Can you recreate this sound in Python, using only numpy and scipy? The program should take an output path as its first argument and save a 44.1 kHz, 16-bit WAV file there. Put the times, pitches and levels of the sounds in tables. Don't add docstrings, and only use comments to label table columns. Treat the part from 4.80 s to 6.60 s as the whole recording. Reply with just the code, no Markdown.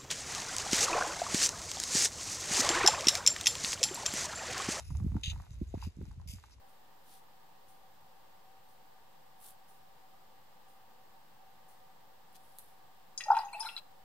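import sys
import numpy as np
from scipy import signal
from scipy.fft import rfft, irfft
from scipy.io import wavfile

SR = 44100
rng = np.random.default_rng(int(sys.argv[2]) if len(sys.argv) > 2 else 0)


def generate_wav(sig):
    pcm = np.round(np.clip(np.atleast_2d(sig).T, -1, 1) * 32767).astype(np.int16)
    wavfile.write(sys.argv[1], SR, pcm)


N = 79380
TIME, FREQ = np.arange(N) / SR, np.fft.rfftfreq(2 * N, 1 / SR)

# t/s, level/dB
TRICKLE_ENVELOPE = [(0, -63.5), (.2, -92), (.25, -74.5), (.42, -70.5), (.53, -63.5), (.58, -67),
                    (.69, -73.5), (.726, -68), (.772, -72), (.9, -72), (1, -63.5), (1.08, -73.5),
                    (1.142, -78.5), (1.3, -71), (1.38, -82), (1.46, -89), (1.56, -68.5), (1.68, -70),
                    (1.74, -68.5), (1.76, -80), (1.8, -88)]
SLIDE_ENVELOPE = [(0, -59), (.03, -65.5), (.075, -62.5), (.13, -66.5), (.18, -66.5), (.3, -91), (.45, -100)]
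WIND_ENVELOPE = [(0, -48), (.07, -47.5), (.17, -37), (.27, -33), (.42, -47.5), (.55, -39.5), (.67, -54),
                 (.79, -46), (.89, -48), (.97, -50), (1.08, -39.5), (1.13, -70), (1.19, -48), (1.32, -49.5),
                 (1.56, -48.5), (1.63, -66), (1.8, -57.5)]
# f/Hz, level/dB
TRICKLE_SPECTRUM = [(300, -25), (1200, -8.5), (2100, -5), (3600, -5), (5700, -9), (6700, -7), (8100, -9),
                    (10000, -17), (12000, -13), (13500, -26), (15500, -50)]
SLIDE_SPECTRUM = [(300, -36), (1200, -17.5), (2500, -5), (4400, -12), (5300, 1.5), (6000, -9), (6700, -2.5),
                  (7800, -15), (8800, -2.5), (9800, -19), (10500, -2), (11300, -14.5), (15500, -21)]
WIND_SPECTRUM = [(15, -33), (35, -5), (62, 5), (90, -0.5), (130, -12.5), (200, -24.5), (350, -39),
                 (2000, -62.5)]
AIR_SPECTRUM = [(30, 8.5), (150, -3), (300, -4.5), (950, -9), (1500, -16.5), (3000, -17), (6500, -21),
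                (12500, -31.5), (15000, -51)]
# t/s, level/dB
GRAIN_CRACKS = [(.005, -39.5), (.1705, -40.5), (0.239, -54), (0.3654, -54), (0.413, -47), (0.6197, -47),
                (.648, -50), (1.07, -43.5), (1.167, -53.5), (1.255, -52), (1.316, -52.5), (1.415, -54.5),
                (1.5597, -50), (1.599, -52), (1.66, -51)]
# t/s, level/dB
STONE_KNOCKS = [(.007, -48.5), (.105, -47.5), (0.151, -46.5), (.201, -50.5), (.28, -57), (.319, -51),
                (0.3447, -49), (0.3664, -45.5), (.517, -51), (0.532, -51.5), (.561, -48.5), (0.6004, -47),
                (.624, -55), (.638, -56.5), (.667, -52.5), (0.952, -50.5), (.981, -52), (1.0255, -43),
                (1.215, -56.5), (1.253, -54.5), (1.312, -54.5), (1.399, -56), (1.416, -57), (1.585, -54),
                (1.6386, -46.5), (1.699, -61.5), (1.783, -60)]
# frequency ratio, level/dB, T60/s
NORMAL_MODES = [(.82, -2, 0.021), (1.048, -1.5, 0.014), (1.55, -2, 0.0061), (2.2, -11, 0.0048)]
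# t/s, level/dB, initial f/Hz, decay/s
HANDLING_BUMPS = [(0.101, -37, 230, 0.029), (.118, -27, 137, 0.0076), (0.147, -27, 99.6, 0.02),
                  (0.201, -35.5, 241, 0.032), (0.216, -33, 229, 0.023), (0.243, -25, 216, 0.011),
                  (0.248, -25.5, 80, 0.032), (0.262, -27.5, 313, 0.011), (0.315, -36.5, 255, 0.038),
                  (.351, -27.5, 340, 0.021), (0.368, -31.5, 214, 0.0073), (.475, -25.5, 127.4, 0.013),
                  (0.566, -40.5, 161.6, 0.033), (0.707, -36.5, 136, 0.011), (0.8125, -29, 365, 0.014),
                  (0.821, -31, 92, 0.018), (0.9402, -27.5, 680, 0.0048), (.946, -32.5, 119, 0.02),
                  (0.972, -34, 216, 0.0094), (1.068, -33.5, 305, 0.01), (1.17, -41.5, 313, 0.0073),
                  (1.184, -40, 272, 0.023), (1.21, -37, 410, 0.01), (1.225, -42, 339, 0.023),
                  (1.275, -46, 270, 0.024), (1.372, -41, 173, .026), (1.457, -44.5, 210, 0.011),
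                  (1.493, -36.5, 132, 0.011), (1.533, -40, 216, 0.014)]
# t/s, length/s, level/dB, attack/s, change over the stroke/dB, release/s
FOOTSTEPS = [(0.4338, 0.08, -40.5, 0.00093, -3.5, 0.0081), (1.012, 0.038, -57.5, 0.007, 2.5, 0.022),
             (1.4743, 0.06, -50.5, 0.023, -4.5, 0.027)]
# f/Hz, level/dB
STEP_SPECTRA = [
    [(300, -57), (1300, -44), (1800, -16.5), (2200, -11.5), (2780, 0.5), (3020, 1.5), (3700, 2.5),
     (4400, -8.5), (4800, -11.5), (5550, -20), (6550, -1.5), (7400, -18.5), (9100, -16), (10000, -34),
     (11600, -27), (13500, -36), (15500, -56)],
    [(300, -28), (1000, -13), (2050, -11), (2400, -1), (2700, -1), (3600, -10), (3920, -6), (4250, -11),
     (4800, 0), (5800, -9), (6800, -8), (7500, -14), (10400, -14.5), (11100, -23), (12100, -12),
     (15500, -51)],
    [(300, -64), (1600, -23), (2200, -1), (3400, 2), (4000, -10.5), (4900, 7), (5700, 0), (6400, 1),
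     (8100, 1), (11800, -5.5), (13700, -2.5), (15500, -59)],
]
# centre t/s, half length/s, level/dB, f/Hz
SOLE_BRUSHES = [(.728, 0.014, -66.5, 6440), (0.895, 0.018, -70.5, 6900), (1.728, 0.016, -64, 5200)]
# f/Hz, phase/rad
PORT_LEAD = [(400, -3), (900, -4.9), (1720, -6.5), (2410, -6), (3450, -2.5), (4220, 2.08), (6200, 5.5),
             (8180, 10), (8960, 10), (10100, 7.5), (13400, 4.5)]
# f/Hz, level/dB
PORT_LEVEL = [(1000, -1), (2000, -9), (3000, 4), (3900, 2.5), (4900, 22.5), (5700, -5), (6500, -3.5),
              (9300, -6), (11000, 1)]

SCRAPE_GRAINS_PER_S, SCRAPE_SPREAD_DB = 9000, 0.5


def amp(db):
    return 10 ** (np.asarray(db) / 20)


def unit(x):
    return x / np.sqrt(np.mean(x ** 2) + 1e-20)


def envelope(points):
    return amp(np.interp(TIME, *np.transpose(points)))


def spectrum(points):
    hz, value = np.transpose(points)
    return np.interp(np.log(FREQ + 1), np.log(hz + 1), value)


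def coloured(x, points):
    return unit(irfft(rfft(x, 2 * N) * amp(spectrum(points)))[:N])


def grains(per_s, spread_db):
    size = amp(spread_db * np.minimum(rng.exponential(1, N), 4))
    return size * rng.choice([-1, 1], N) * (rng.random(N) < per_s / SR)


def trickle():
    layers = [(TRICKLE_ENVELOPE, TRICKLE_SPECTRUM), (SLIDE_ENVELOPE, SLIDE_SPECTRUM)]
    return sum(envelope(curve) * coloured(grains(per_s=4500, spread_db=4), colour)
               for curve, colour in layers)


def wind():
    shared, left, right = (coloured(rng.standard_normal(N), WIND_SPECTRUM) for _ in range(3))
    return envelope(WIND_ENVELOPE) * (shared + amp(-5.5) * np.array([left, right]))


def air():
    return amp(-67) * np.array([coloured(rng.standard_normal(N), AIR_SPECTRUM) for _ in range(2)])


def add(mix, start, sound):
    part = mix[max(round(start * SR), 0):][:len(sound)]
    part += sound[:len(part)]


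def tick(hz, decay_s=0.00044, edge_ratio=1.31):
    t = TIME[:SR // 50]
    band = signal.butter(1, [hz / edge_ratio, hz * edge_ratio], "band", fs=SR)
    snap = signal.lfilter(*band, np.exp(-t / decay_s) * rng.standard_normal(len(t)))
    return snap / abs(snap).max()


def cracks(centre_hz=5500, ticks_per_s=33, above_trickle_db=13.5, spread_db=3):
    out = np.zeros(N)
    for start, db in GRAIN_CRACKS:
        add(out, start, amp(db) * tick(centre_hz))
    for when, size, pitch in rng.random((round(ticks_per_s * N / SR), 3)):
        start = when * N / SR
        trickle_db = np.interp(start, *np.transpose(TRICKLE_ENVELOPE))
        db = trickle_db + above_trickle_db + spread_db * (2 * size - 1)
        add(out, start, amp(db) * tick(centre_hz * 2 ** (pitch - .5)))
    return out


def stone(median_hz=931, mode_spread_db=2.5, crumble_s=0.0083, chip_s=0.0028, chip_top_hz=3970):
    t = TIME[:SR // 20]
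    hz = median_hz * np.exp(0.11 * rng.standard_normal())
    ring = np.zeros(len(t))
    for ratio, db, t60 in NORMAL_MODES:
        decay = amp(db + mode_spread_db * rng.standard_normal() - 60 * t / t60)
        ring += decay * np.sin(2 * np.pi * hz * ratio * t) * rng.choice([-1, 1])
    crumble = rng.standard_normal(len(t)) ** 3 * np.exp(-t / crumble_s)
    ring += amp(-7) * signal.fftconvolve(ring, crumble / np.linalg.norm(crumble))[:len(t)]
    burst = np.exp(-t / chip_s) * rng.standard_normal(len(t))
    chip = signal.lfilter(*signal.butter(1, chip_top_hz, fs=SR), burst)
    return ring + amp(-5.5) * chip


def stones(crumb_db=-13.5, mean_delay_s=.035):
    out = np.zeros(N)
    for start, db in STONE_KNOCKS:
        add(out, start, amp(db) * stone())
        for delay in rng.exponential(mean_delay_s, size=3):
            add(out, start + delay, amp(db + crumb_db) * stone())
    return out


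def bumps(case_hz=61, rub_db=-13.5):
    out, t = np.zeros(N), TIME[:SR // 4]
    for start, db, start_hz, decay in HANDLING_BUMPS:
        glide_s, rise_s, rub_s = 0.46 * decay, 0.093 * decay, 1.37 * decay
        hz = case_hz + (start_hz - case_hz) * np.exp(-t / glide_s)
        shape = (1 - np.exp(-(t / rise_s) ** 2)) * np.exp(-(t / decay) ** 2)
        knock = shape / shape.max() * np.sin(2 * np.pi * np.cumsum(hz) / SR)
        band = signal.butter(2, [0.61 * start_hz, start_hz], "band", fs=SR, output="sos")
        friction = unit(signal.sosfilt(band, rng.standard_normal(len(t))))
        rub = amp(rub_db) * friction * np.exp(-(t / rub_s) ** 2)
        muffle = signal.butter(4, 1.4 * start_hz, fs=SR, output="sos")
        add(out, start, amp(db) * signal.sosfilt(muffle, knock + rub))
    return out


def scrapes(bite_db=5.5, bite_s=0.0065, slip_db=2.2, slip_hz=151):
    out = np.zeros(N)
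    for (start, length, db, attack, change_db, release), colour in zip(FOOTSTEPS, STEP_SPECTRA):
        t = np.maximum(TIME - start, 0)
        rise = np.sqrt(np.minimum(t / attack, 1))
        stroke = amp(bite_db * np.exp(-t / bite_s) + change_db * np.minimum(t / length, 1))
        fall = np.exp(-np.maximum(t - length, 0) / release)
        slips = unit(irfft(rfft(rng.standard_normal(N)) / (1 + (FREQ[::2] / slip_hz) ** 4), N))
        grit = coloured(grains(SCRAPE_GRAINS_PER_S, SCRAPE_SPREAD_DB), colour)
        out += amp(db + slip_db * slips) * rise * stroke * fall * grit
    return out


def brushes(half_band=0.11):
    out = np.zeros(N)
    for centre, half_length, db, hz in SOLE_BRUSHES:
        edges_hz = [hz * (1 - half_band), hz * (1 + half_band)]
        band = signal.butter(2, edges_hz, "band", fs=SR, output="sos")
        swish = unit(signal.sosfilt(band, grains(SCRAPE_GRAINS_PER_S, SCRAPE_SPREAD_DB)))
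        out += amp(db) * np.exp(-((TIME - centre) / half_length) ** 2) * swish
    return out


def ports(x):
    left = amp(spectrum(PORT_LEVEL) / 2) * np.exp(.5j * spectrum(PORT_LEAD))
    pair = np.array([left, 1 / left])
    pair /= np.sqrt(np.mean(abs(pair) ** 2, axis=0))
    return irfft(rfft(x, 2 * N) * pair)[:, :N]


def scatter(x, db=-12, decay_s=.004, low_cut_hz=560):
    t = TIME[:SR // 20]
    echoes = rng.standard_normal((2, len(t))) * np.exp(-t / decay_s)
    tails = signal.lfilter(*signal.butter(2, low_cut_hz, "high", fs=SR), echoes)
    tails /= np.linalg.norm(tails, axis=1, keepdims=True)
    return amp(db) * signal.fftconvolve(x[None], tails, axes=1)[:, :N]


def through_case(x, lag_s=.00042, balance_db=-1.8):
    delayed = np.interp(TIME - lag_s, TIME, x)
    return np.array([amp(balance_db / 2) * delayed, amp(-balance_db / 2) * x])


def scene():
    background = air()
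    ground = scrapes() + brushes() + trickle() + stones() + cracks()
    return ports(ground) + scatter(ground) + through_case(bumps()) + wind() + background


def record(dry):
    low_pass = signal.firwin(255, cutoff=13900, window=("kaiser", 8), fs=SR)
    return signal.oaconvolve(dry, low_pass[None], "same")


dry = scene()
out = record(dry)
generate_wav(out)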